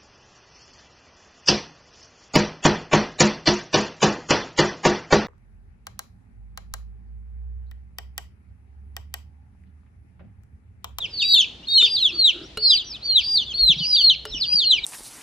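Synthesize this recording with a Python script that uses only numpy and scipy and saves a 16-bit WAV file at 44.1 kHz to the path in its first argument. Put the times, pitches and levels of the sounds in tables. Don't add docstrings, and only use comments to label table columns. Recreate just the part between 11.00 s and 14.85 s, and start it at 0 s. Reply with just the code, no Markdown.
import sys
import numpy as np
from scipy import signal
from scipy.io import wavfile
from scipy.ndimage import uniform_filter1d, map_coordinates

SR = 44100
rng = np.random.default_rng(int(sys.argv[2]) if len(sys.argv) > 2 else 0)


def convert_level_to_amplitude(level_db):
    exponent = np.asarray(level_db, float) / 20
    return 10 ** exponent


def persist_wave(psi):
    counts = np.round(np.clip(psi, -1, 1) * 32767).astype(np.int16)
    wavfile.write(sys.argv[1], SR, np.atleast_2d(counts).T)


N = 169785
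FADE_S = 0.0066
LOW_HZ, LOW_DROP_HZ, LOW_S, SPLIT_HZ = 984, 366, 0.11, 4250


def band(x, hz, width_hz):
    return signal.lfilter(*signal.iirpeak(hz, hz / width_hz, fs=SR), x)


def walk(rate_hz, size):
    k = int(SR / rate_hz)
    steps = np.repeat(rng.standard_normal(size // k + 1), k)
    return uniform_filter1d(uniform_filter1d(steps, k), k)[:size]


def add(out, start_s, x):
    i = max(int(start_s * SR), 0)
    out[..., i:i + x.shape[-1]] += x[..., :N - i]


def fades(t, fade_s):
    to_edge = np.minimum(t - t[0], t[-1] - t)
    return np.sin(np.pi / 2 * np.clip(to_edge / fade_s, 0, 1)) ** 2


def sweep(hz):
    return 2 * np.pi * np.cumsum(hz) / SR


# time_s, pitch_hz, level_db (rms, before shimmer)
PEEP_GLIDES = [
    [(0.0, 3870, -35), (0.045, 3037, -26.5), (0.062, 2190, -40.5)],
    [(0.09, 5380, -58), (0.137, 4610, -39.5), (0.185, 4400, -27.5), (0.228, 2700, -23),
     (0.248, 2380, -32.5)],
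    [(0.175, 4580, -35.5), (0.26, 4710, -29), (0.315, 4723, -24.5), (0.335, 4450, -12), (0.346, 3480, -23),
     (0.385, 2620, -31)],
    [(0.2, 4374, -29), (0.265, 4710, -26), (0.31, 4450, -23), (0.335, 4400, -18), (0.372, 4176, -26),
     (0.4, 3585, -21), (0.44, 2930, -24), (0.448, 2356, -24)],
    [(0.22, 3646, -17), (0.26, 3860, -31.5), (0.345, 3870, -16), (0.36, 3576, -16), (0.385, 3573, -15),
     (0.41, 3160, -14), (0.426, 2456, -36)],
    [(0.628, 2760, -48.5), (0.645, 2905, -42.5), (0.668, 4800, -58)],
    [(0.672, 4210, -35), (0.71, 4570, -31), (0.75, 4305, -18.5), (0.79, 4176, -14), (0.81, 3603, -12),
     (0.84, 3646, -13), (0.86, 3260, -19.5), (0.885, 2460, -36.5)],
    [(0.685, 3687, -20.5), (0.79, 3923, -25), (0.86, 2760, -32), (0.872, 2190, -45)],
    [(0.772, 4030, -46.5), (0.78, 2964, -19.5), (0.81, 3030, -23.5), (0.824, 2250, -34.5)],
    [(0.83, 4790, -40), (0.89, 4822, -28), (0.94, 4803, -21), (0.962, 4510, -23), (0.967, 3810, -20.5),
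     (1.032, 2540, -39)],
    [(0.98, 4040, -22.5), (1.01, 4270, -30.5), (1.03, 3876, -19.5), (1.06, 3396, -19), (1.112, 2450, -37.5)],
    [(1.122, 4200, -37), (1.145, 4584, -35), (1.2, 4340, -17), (1.27, 3727, -14), (1.3, 2900, -18),
     (1.326, 2020, -56.5)],
    [(1.575, 4100, -32.5), (1.605, 4480, -35), (1.65, 4293, -15), (1.69, 4145, -19.5), (1.708, 3840, -10.5),
     (1.735, 3150, -13.5), (1.76, 2610, -33.5), (1.776, 2140, -51)],
    [(1.595, 4626, -39), (1.685, 4960, -25.5), (1.71, 4910, -19.5), (1.76, 4634, -24), (1.774, 4420, -22),
     (1.78, 4010, -22.5), (1.826, 2770, -33.5)],
    [(1.845, 5860, -54), (1.875, 5910, -46.5), (1.91, 5310, -36), (1.972, 2886, -34)],
    [(1.925, 2360, -50), (1.96, 2640, -46)],
    [(2.015, 3825, -48), (2.04, 4520, -31), (2.07, 4570, -27), (2.1, 4294, -19.5), (2.14, 4145, -22),
     (2.17, 3820, -8.5), (2.2, 2936, -18.5), (2.228, 2100, -48.5)],
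    [(2.05, 3830, -50), (2.14, 2900, -41), (2.156, 3360, -43)],
    [(2.19, 4640, -51.5), (2.23, 4870, -27), (2.29, 4810, -23.5), (2.35, 4758, -16), (2.374, 4325, -17),
     (2.382, 3756, -19), (2.436, 2850, -32.5)],
    [(2.35, 4327, -44), (2.38, 3715, -22.5), (2.42, 2572, -54)],
    [(2.46, 3720, -40.5), (2.52, 3164, -31.5), (2.537, 2430, -47.5)],
    [(2.538, 4130, -29), (2.56, 4473, -23.5), (2.61, 4340, -17), (2.654, 4148, -13), (2.69, 3880, -12.5),
     (2.715, 3212, -10.5), (2.746, 2110, -45)],
    [(2.578, 3510, -38), (2.595, 4000, -37.5)],
    [(2.83, 5850, -56.5), (2.885, 5720, -35.5), (2.93, 4240, -29.5)],
    [(2.785, 3980, -29), (2.812, 3056, -28), (2.845, 2900, -26.5), (2.857, 2180, -49)],
    [(2.78, 4734, -40), (2.89, 4947, -24.5), (2.94, 4768, -12.5), (2.961, 4550, -18), (2.966, 3870, -18),
     (3.023, 2860, -24.5)],
    [(2.91, 4040, -35), (2.945, 3840, -29), (2.97, 2744, -27.5)],
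    [(2.967, 4540, -28), (3.0, 4594, -18.5), (3.085, 4167, -10.5), (3.097, 3980, -12.5),
     (3.105, 3205, -13.5), (3.135, 2840, -26.5), (3.153, 2170, -43.5)],
    [(3.27, 5110, -43.5), (3.345, 5720, -45), (3.395, 5305, -37.5), (3.42, 4340, -20), (3.458, 2735, -28.5)],
    [(3.3, 4370, -45.5), (3.338, 3570, -30), (3.355, 2913, -28.5), (3.375, 3000, -28.5),
     (3.386, 2340, -36.5)],
    [(3.415, 4750, -48), (3.495, 4802, -24), (3.55, 4845, -15), (3.594, 4460, -15), (3.6, 3820, -18),
     (3.652, 2833, -24.5)],
    [(3.5, 2575, -41.5), (3.528, 2634, -40.5), (3.545, 3960, -42.5)],
    [(3.62, 4356, -34), (3.66, 4335, -19), (3.71, 3950, -13), (3.725, 3410, -15.5), (3.735, 3090, -12),
     (3.76, 2800, -32.5), (3.791, 2264, -27)],
    [(3.83, 4160, -35), (3.849, 3590, -18)],
]


def peeps():
    smooth_s = 0.0063
    shimmer_depth_db, waver_share = 2.4, 0.004
    port_shift_s = 25e-6
    out = np.zeros((2, N))
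    drifts = [walk(rate_hz, 2 * N) for rate_hz in (120, 90, 70, 50)]
    for rows, (turn, place, side) in zip(PEEP_GLIDES, rng.random((len(PEEP_GLIDES), 3))):
        time_s, pitch_hz, level_db = np.array(rows, float).T
        t = np.arange(time_s[0] - FADE_S / 2, time_s[-1] + FADE_S / 2, 1 / SR)
        waver, shimmer, *scatter = (d[int(place * N):][:len(t)] for d in drifts)
        shimmer_db = shimmer_depth_db * shimmer

        def glide(values):
            return uniform_filter1d(np.interp(t, time_s, values), int(smooth_s * SR) + 1, mode="nearest")

        pitch = glide(pitch_hz) * (1 + waver_share * waver)
        shift = 2 * np.pi * port_shift_s * (2 * side - 1) * pitch * np.array([[1], [-1]])
        phase = sweep(pitch) + 2 * np.pi * turn + shift
        low_hz = low_pitch(t, time_s, pitch_hz, pitch)
        if low_hz.any():
            add_second_voices(out, t, time_s, pitch_hz, phase, shimmer_db)
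        level = np.sqrt(2) * convert_level_to_amplitude(glide(level_db) + shimmer_db)
        add(out, t[0], level * fades(t, FADE_S) * whistle(phase, pitch, low_hz, scatter, time_s[0]))
    return out


# level_db (under the whistle, voice at 4 kHz), slope_db_per_octave (of voice pitch)
OVERTONE_COLOUR = [(-35, -36), (-38, 10)]


def whistle(phase, pitch, low_hz, scatter, start_s):
    shrill_starts_s, shrill_db = (0.22, 0.685), 9
    scatter_db = 5
    is_shrill = np.min(np.abs(start_s - np.array(shrill_starts_s))) < FADE_S
    voice_hz = pitch - low_hz
    voice_phase = phase - sweep(low_hz)
    sound = np.sin(phase)
    for k, (level_db, slope_db) in enumerate(OVERTONE_COLOUR):
        colour_db = level_db + slope_db * np.log2(voice_hz / 4000)
        colour_db = colour_db + shrill_db * is_shrill + scatter_db * scatter[k]
        sound += convert_level_to_amplitude(colour_db) * np.sin(phase + (k + 1) * voice_phase)
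    return sound


# start_s, joins_s, gap_hz (at the start), level_db (rms, before shimmer)
SECOND_VOICES = [(0.837, .895, 390, -31.5), (1.617, 1.696, 344, -27), (2.208, 2.29, 438, -28.5),
                 (2.788, 2.889, 420, -28), (3.415, 3.509, 377, -29.5)]
LOW_STARTS_S = [row[1] - .028 for row in SECOND_VOICES]


def add_second_voices(out, t, time_s, pitch_hz, phase, shimmer_db):
    bend = 1.6
    sidebands_db = (-16, -28.5)
    for start_s, joins_s, gap_hz, level_db in SECOND_VOICES:
        start_hz = np.interp(start_s, time_s, pitch_hz) - gap_hz
        if not (time_s[0] < joins_s < time_s[-1] and start_hz > SPLIT_HZ - LOW_DROP_HZ / 2):
            continue
        on = (t > start_s) & (t < joins_s)
        gap = sweep(gap_hz * (1 - np.linspace(0, 1, on.sum()) ** bend))
        main = phase[:, on]
        voice = np.sin(main - gap)
        for k, side_db in enumerate(sidebands_db):
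            voice += convert_level_to_amplitude(side_db) * np.sin(main + (k + 1) * gap)
        level = np.sqrt(2) * convert_level_to_amplitude(level_db + shimmer_db[on])
        add(out, t[on][0], level * fades(t[on], 2 * FADE_S) * voice)


def low_pitch(t, time_s, pitch_hz, pitch):
    low_hz = np.zeros(len(t))
    for start_s in LOW_STARTS_S:
        inside = time_s[0] < start_s < time_s[-1] - LOW_S
        if inside and np.interp(start_s + LOW_S / 2, time_s, pitch_hz) > SPLIT_HZ + LOW_HZ / 2:
            fall = np.clip((t - start_s) / LOW_S, 0, 1) ** 3
            low_hz = (LOW_HZ - LOW_DROP_HZ * fall) * (pitch > SPLIT_HZ)
    return low_hz


def low_tones():
    out, t = np.zeros(N), np.arange(0, LOW_S, 1 / SR)
    tone = fades(t, 0.011) * np.sin(sweep(LOW_HZ - LOW_DROP_HZ * (t / LOW_S) ** 3))
    for start_s in LOW_STARTS_S:
        add(out, start_s, convert_level_to_amplitude(-55.5) * tone)
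    return out


# top_s (time of the highest pitch), level_db (peak), rise_s
HIGH_ARCHES = [(1.461, -48.5, 0.061), (2.058, -46, 0.014), (2.316, -46, 0.04), (2.786, -44.5, 0.048)]


def arches():
    top_hz, sag_hz_per_s2, fall_s = 5740, 960000, 0.012
    out = np.zeros(N)
    for top_s, level_db, rise_s in HIGH_ARCHES:
        t = np.arange(-rise_s, fall_s, 1 / SR)
        tone = np.sin(sweep(top_hz - sag_hz_per_s2 * t ** 2))
        add(out, top_s - rise_s, convert_level_to_amplitude(level_db) * fades(t, FADE_S) * tone)
    return out


def early_echoes(birds):
    def delayed(delays_s):
        return np.array([map_coordinates(b, [np.arange(N) - s * SR]) for b, s in zip(birds, delays_s)])

    floor = delayed((0.00257, 0.00260))
    wall = delayed((0.011, 0.0071))
    return convert_level_to_amplitude(-8.5) * (floor + wall)


# start_s, level_db (scales ring and crack together)
BEAK_TAPS = [(0.825, -35.5), (1.5726, -30), (3.2532, -33)]
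# mode_hz, level_db (relative), t60_s
FEEDER_MODES = [(428, -1.5, 0.24), (573, -6, 0.11), (1380, 4.5, 0.027), (2900, 3, 0.063)]


def taps():
    crack_db, crack_s = 8, 0.004
    out, t = np.zeros(N), np.arange(SR // 2) / SR
    ring = sum(convert_level_to_amplitude(db) * np.sin(2 * np.pi * hz * t) * 1000. ** (-t / t60_s) for hz, db, t60_s in FEEDER_MODES)
    for start_s, level_db in BEAK_TAPS:
        noise = signal.lfilter([.5], [1, -.75], rng.standard_normal(len(t)))
        crack = noise * np.exp(-t / crack_s)
        add(out, start_s, convert_level_to_amplitude(level_db) * (ring + convert_level_to_amplitude(crack_db) * crack))
    return out


# start_s, length_s, level_db (rms of the lower resonance), upper_hz (upper resonance)
RUBBING = [(1.095, 0.1, -48.5, 1220), (1.323, 0.144, -46, 1420)]


def rubs():
    lower_hz, upper_db = 337, -12
    out, grit = np.zeros(N), rng.standard_normal(SR)
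    for start_s, length_s, level_db, upper_hz in RUBBING:
        t = np.arange(0, length_s, 1 / SR)
        stroke = grit[int(start_s * SR / 2):][:len(t)] * fades(t, 0.034)
        stroke = np.pad(stroke, (0, SR // 10))
        low = band(band(stroke, lower_hz, 90), lower_hz, 90)
        high = band(band(stroke, upper_hz, 280), upper_hz, 280)
        add(out, start_s, convert_level_to_amplitude(level_db) * (low / low.std() + convert_level_to_amplitude(upper_db) * high / high.std()))
    return out


# start_s, level_db (roughly the peak), pitch_hz
DULL_BUMPS = [(2.612, -25.5, 46.7), (2.693, -23, 163), (2.763, -30, 152), (2.804, -24, 161), (3.3, -34, 40),
              (3.343, -33, 290), (3.541, -32, 183.6)]


def bumps():
    cycles = 5
    out = np.zeros(N)
    for start_s, level_db, pitch_hz in DULL_BUMPS:
        u = np.arange(SR // 2) / SR * pitch_hz / cycles
        swell = 10 * u * np.exp(-5 * u)
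        add(out, start_s, convert_level_to_amplitude(level_db) * swell * np.sin(2 * np.pi * cycles * u))
    return out


def room_tail(source):
    t60_s, level_db, alike, top_hz = 0.4, -18, 0.65, 6000
    t = np.arange(SR) / SR
    shared, separate = rng.standard_normal(SR), rng.standard_normal((2, SR))
    tail = alike * shared + (1 - alike) * separate
    tail = tail * 1000. ** (-t / t60_s) * np.clip(t / 0.0055, 0, 1)
    tail = signal.lfilter(*signal.butter(2, top_hz, fs=SR), tail)
    tail *= convert_level_to_amplitude(level_db) / np.sqrt(np.sum(tail ** 2) / 2)
    return signal.fftconvolve(source[None], tail, axes=1)[:, :N]


# (relative, per Hz)
NOISE_SPECTRUM = [(25, -7), (65, 4.5), (300, -5), (2000, -23), (3500, -7), (6000, -43.5), (9000, -58)]


def room_noise():
    noise_db, hum_hz, hum_db = -46.5, 60.5, -53
    noise, (centre_hz, density_db) = 0, np.array(NOISE_SPECTRUM).T
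    for hz in 28 * 2 ** np.arange(0, 8.6, .5):
        mid, side = (band(band(rng.standard_normal(N), hz, hz / 2), hz, hz / 2) for _ in range(2))
        level_db = np.interp(np.log(hz), np.log(centre_hz), density_db) + 2.5 * walk(7, N)
        width = min(hz / 1200, .8)
        noise = noise + convert_level_to_amplitude(level_db) * (mid + width * side * np.array([[1], [-1]]))
    hum = np.sin(sweep(hum_hz * (1 + .05 * walk(8, N)))) * convert_level_to_amplitude(hum_db + 4 * walk(12, N))
    return noise * convert_level_to_amplitude(noise_db) / np.std(noise) + hum


def scene():
    birds = peeps() + arches() + low_tones()
    feeder = taps()
    room = room_tail(birds.mean(axis=0) + feeder)
    return birds + early_echoes(birds) + feeder + room + rubs() + bumps() + room_noise()


def top_cut(x):
    return signal.sosfilt(signal.butter(12, 15700, fs=SR, output="sos"), x)


def record(dry):
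    dull = signal.lfilter(*signal.butter(2, 11800, fs=SR), dry)
    return top_cut(dull)


dry = scene()
out = record(dry)
persist_wave(out)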